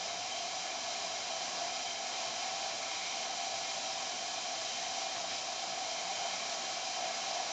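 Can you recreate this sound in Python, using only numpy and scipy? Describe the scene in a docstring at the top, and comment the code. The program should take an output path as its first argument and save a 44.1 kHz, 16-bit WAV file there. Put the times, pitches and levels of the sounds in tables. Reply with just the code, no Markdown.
"""A steady, bright hiss over a hollow howl: an espresso machine's steam wand blowing into an empty mug.
The jet rushes along the mug's wall and blows its hollow like a bottle; as the hand drifts, the mug's
air modes swell and fade, and now and then a water droplet makes the nozzle spit.
A small kitchen adds standing waves, a low rumble and a faint appliance hum.
A narrow-band mono recorder dulls the top end."""
import sys
import numpy as np
from scipy import signal
from scipy.fft import rfft, irfft
from scipy.io import wavfile

SR = 44100
rng = np.random.default_rng(int(sys.argv[2]) if len(sys.argv) > 2 else 0)


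def file_out(sig):
    """Save sig as 16-bit WAV at sys.argv[1]."""
    # one column per channel
    cols = np.atleast_2d(sig).T
    # limit, then scale
    lim = np.clip(cols, -1, 1)
    pcm = np.round(lim * 32767).astype(np.int16)
    wavfile.write(sys.argv[1], SR, pcm)


N = 331632
TIME = np.arange(N) / SR
FREQS = np.fft.rfftfreq(N, 1 / SR)


def gain_of(db):
    """Decibels to amplitude."""
    return 10 ** (np.asarray(db) / 20)


def colour(points):
    """An EQ curve through (frequency [Hz], level [dB]) points on a log frequency axis."""
    hz, db = np.transpose(points)
    return gain_of(np.interp(np.log(FREQS + 1), np.log(hz), db))


def turbulence(shape):
    """Noise with the given spectral shape, at an rms of 1."""
    noise = irfft(rfft(rng.standard_normal(N)) * shape, N)
    return noise / np.sqrt(np.mean(noise ** 2) + 1e-30)


def waver(rate_hz, depth_db):
    """A gain that wanders at random, up to about the given rate; the depth is rms."""
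    return gain_of(depth_db * turbulence(1 / (1 + (FREQS / rate_hz) ** 4)))


def noise_band(hz, width_hz, db):
    """A steep-sided band of turbulence, as when it rings an air mode."""
    detune = (FREQS - hz) / width_hz
    return gain_of(db) * turbulence(1 / np.sqrt(1 + (2 * detune) ** 4))


def swell(at, length):
    """A smooth rise and fall, 1 at its top and half that at the ends of its length."""
    return np.exp(-np.log(2) * (2 * (TIME - at) / length) ** 2)


def appliance_hum():
    """Motors in the kitchen hum in a few faint, unsteady tones."""
    # motor tones: (frequency [Hz], level [dB])
    tones = [(58.5, -87), (84, -85), (103.5, -78), (234, -71), (360, -74)]
    hum = np.zeros(N)
    for hz, db in tones:
        tone = np.sin(2 * np.pi * (hz * TIME + rng.random()))
        hum += gain_of(db) * tone * waver(rate_hz=4.6, depth_db=2.5)
    return hum


def rumble():
    """A low bed of noise from the machine and the room."""
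    # rumble colour: (frequency [Hz], relative level [dB])
    spectrum = [(8, -40), (28, -13.5), (55, -17.5), (80, -9.5), (105, -0.5), (150, -5), (200, -2),
                (300, 0.5), (450, 0.5), (800, -2.5), (2000, -43.5)]
    return gain_of(-59.0) * turbulence(colour(spectrum))


def kitchen(x, t60=0.36):
    """Near echoes, standing waves and a short diffuse tail give the hiss its fixed, hollow grain."""
    # echoes off the machine's front and the counter: (delay [s], gain [linear])
    echoes = [(.001253, .06), (.002871, .1), (.006057, .08), (.007018, .05)]
    # standing waves between counter, wall and cupboards: (frequency [Hz], width [Hz], boost or cut [dB])
    standing_waves = [(179, 13, 8.9), (247, 30, 6.5), (658, 16, 7.7), (692, 14, 8.9), (719, 12, 7.3),
                      (753, 20, 8.6), (779, 15, 9.4), (876, 11, 4.7), (946, 14, 6.4), (978, 23, 6.5),
                      (1066, 25, 5.2), (1117, 22, 5.1), (1290, 26, 7.1), (1319, 16, 6.0), (1697, 27, 4.8),
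                      (2002, 39, 5.0), (2161, 49, 6.0), (2203, 18, -7.5), (2305, 36, 4.1), (2411, 23, 5.2),
                      (2488, 11, 3.7), (3090, 38, 7.5), (3154, 34, 5.7), (3850, 19, 4.3), (4104, 25, 3.7),
                      (4969, 44, 5.8), (5091, 37, 3.9), (5958, 40, 2.7), (6264, 43, 3.2)]
    near = 1 + sum(gain * np.exp(-2j * np.pi * FREQS * delay) for delay, gain in echoes)
    standing_db = sum(db * np.exp(-np.log(2) * (2 * (FREQS - hz) / width) ** 2)
                      for hz, width, db in standing_waves)
    tail = rng.standard_normal(N) * gain_of(-60 * TIME / t60) * (TIME > .008)  # 8 ms pre-delay
    diffuse = gain_of(-12) * rfft(tail / np.linalg.norm(tail))
    return irfft(rfft(x) * (near * gain_of(standing_db) + diffuse), N)


def spits():
    """Short, flat-topped puffs of extra hiss as a droplet is torn into spray."""
    # droplets passing the nozzle: (time [s], length [s], centre [Hz], width [Hz], level [dB])
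    droplets = [(.64, 0.14, 2050, 600, -54.5), (3.676, .1, 1900, 403, -56.5), (4.82, 0.18, 1910, 350, -56),
                (5.322, .12, 4200, 4500, -44), (7.065, 0.1, 1990, 1400, -51.5)]
    return sum(np.exp(-(2 * (TIME - at) / length) ** 4) * noise_band(hz, width, db)
               for at, length, hz, width, db in droplets)


def steam_flow():
    """The jet's strength as a gain; it drives the hiss and everything in the mug."""
    # jet envelope: (time [s], level [dB])
    envelope = [(0, -39.5), (1.0, -39.5), (3.0, -38.5), (4.2, -38.8), (4.85, -38.5), (5.5, -39),
                (6.8, -38.5), (7.52, -38.1)]
    return gain_of(np.interp(TIME, *np.transpose(envelope)))


def aim():
    """Four gains for the mug's layers: as it tilts away and back, the jet favours other modes."""
    # tilts: (time [s], length [s], howl [dB], wall rush [dB], second mode [dB], third mode [dB])
    tilts = [(.33, .12, 0, -1.5, 2, 7), (1.87, 0.22, -1.5, -0.5, 0.5, 8.5), (3.023, 0.3, -4, 0.5, 6, 4.5),
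             (4.405, 0.73, -2, -2.5, -2, 1), (5.48, .5, 1.2, -0.3, -2.5, -14), (6.17, 0.45, 1.7, 1.3, 3, 5)]
    return gain_of(sum(np.outer(changes_db, swell(at, length)) for at, length, *changes_db in tilts))


def mug(flow):
    """The jet rushes along the wall and blows the hollow like a bottle; each layer follows the aim."""
    # colour of the steam on the wall: (frequency [Hz], relative level [dB])
    wall_spectrum = [(40, -41), (200, -12.5), (400, -5), (560, -2.5), (850, -4), (1080, 3), (1300, -2.5),
                     (1650, -1.5), (1900, -5.5), (3000, -18)]
    # the jet catches the hollow squarely and the howl surges: (time [s], length [s], boost [dB])
    surges = [(1.608, 0.044, 4.5), (3.23, 0.082, 3), (3.55, 0.098, 1.5), (7.05, 0.057, 6),
              (7.375, 0.18, 2.5)]
    to_howl, to_wall, to_second, to_third = aim()
    surge = gain_of(sum(db * swell(at, length) for at, length, db in surges))
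    # levels are relative to the flow, at the usual aim
    howl = to_howl * surge * waver(rate_hz=4.4, depth_db=0.3)
    howl *= noise_band(hz=726.4, width_hz=195, db=-10)
    rush = to_wall * waver(rate_hz=1.6, depth_db=0.8)
    rush *= gain_of(-11.5) * turbulence(colour(wall_spectrum))
    second_mode = to_second * waver(rate_hz=5.5, depth_db=0.4)
    second_mode *= noise_band(hz=2310, width_hz=340, db=-16)
    third_mode = to_third * waver(rate_hz=8.6, depth_db=0.75)
    third_mode *= noise_band(hz=3112, width_hz=130, db=-23.5)
    flutter = waver(rate_hz=60, depth_db=1.07)  # the jet flaps against the wall
    return flow * (howl + flutter * (rush + second_mode + third_mode))


def jet(flow):
    """The nozzle's hiss, flickering with the wetness of the steam, and the high modes that it rings."""
    # colour of the free jet: (frequency [Hz], relative level [dB])
    spectrum = [(40, -56), (400, -18), (1500, -9), (2100, -7.5), (2700, -0.5), (3500, -0.5), (4500, 0.4),
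                (5300, 1.5), (6400, -1), (7000, -1), (8000, -1)]
    # the mug's high air modes: (frequency [Hz], width [Hz], level relative to the flow [dB])
    high_modes = [(4000, 370, -15), (5350, 740, -34.5), (5820, 310, -14)]
    hiss = gain_of(2.0) * turbulence(colour(spectrum)) * waver(rate_hz=7.4, depth_db=0.5)
    ringing = sum(noise_band(*mode) for mode in high_modes)
    return flow * (hiss + ringing)


def scene():
    """Wand and mug in the kitchen, the same in both channels."""
    bed, hum = rumble(), appliance_hum()
    flow = steam_flow()
    steam = jet(flow) + mug(flow) + spits()
    mono = kitchen(bed + steam) + hum
    return np.array([mono, mono])


def record(dry, low_cut_hz=22, edge_hz=9076):
    """A narrow-band recorder: no sub-bass; the treble falls into a notch, then a faint lobe ends it."""
    # roll-off around half the recorder's low sampling rate: (frequency [Hz], gain [dB])
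    roll_off = [(7000, 0), (7400, -4), (7650, -10), (7850, -19), (7950, -29), (8000, -48), (8050, -30),
                (8150, -23), (8350, -19.5), (8600, -22), (8850, -30), (9100, -42)]
    treble = gain_of(np.interp(FREQS, *np.transpose(roll_off)))
    low_cut = FREQS ** 2 / np.hypot(FREQS ** 2, low_cut_hz ** 2)
    band = irfft(rfft(dry) * low_cut * treble, N)
    brick_wall = signal.firwin(511, edge_hz, window=("kaiser", 9), fs=SR)
    return signal.oaconvolve(band, brick_wall[None], "same")


dry = scene()
out = record(dry)
file_out(out)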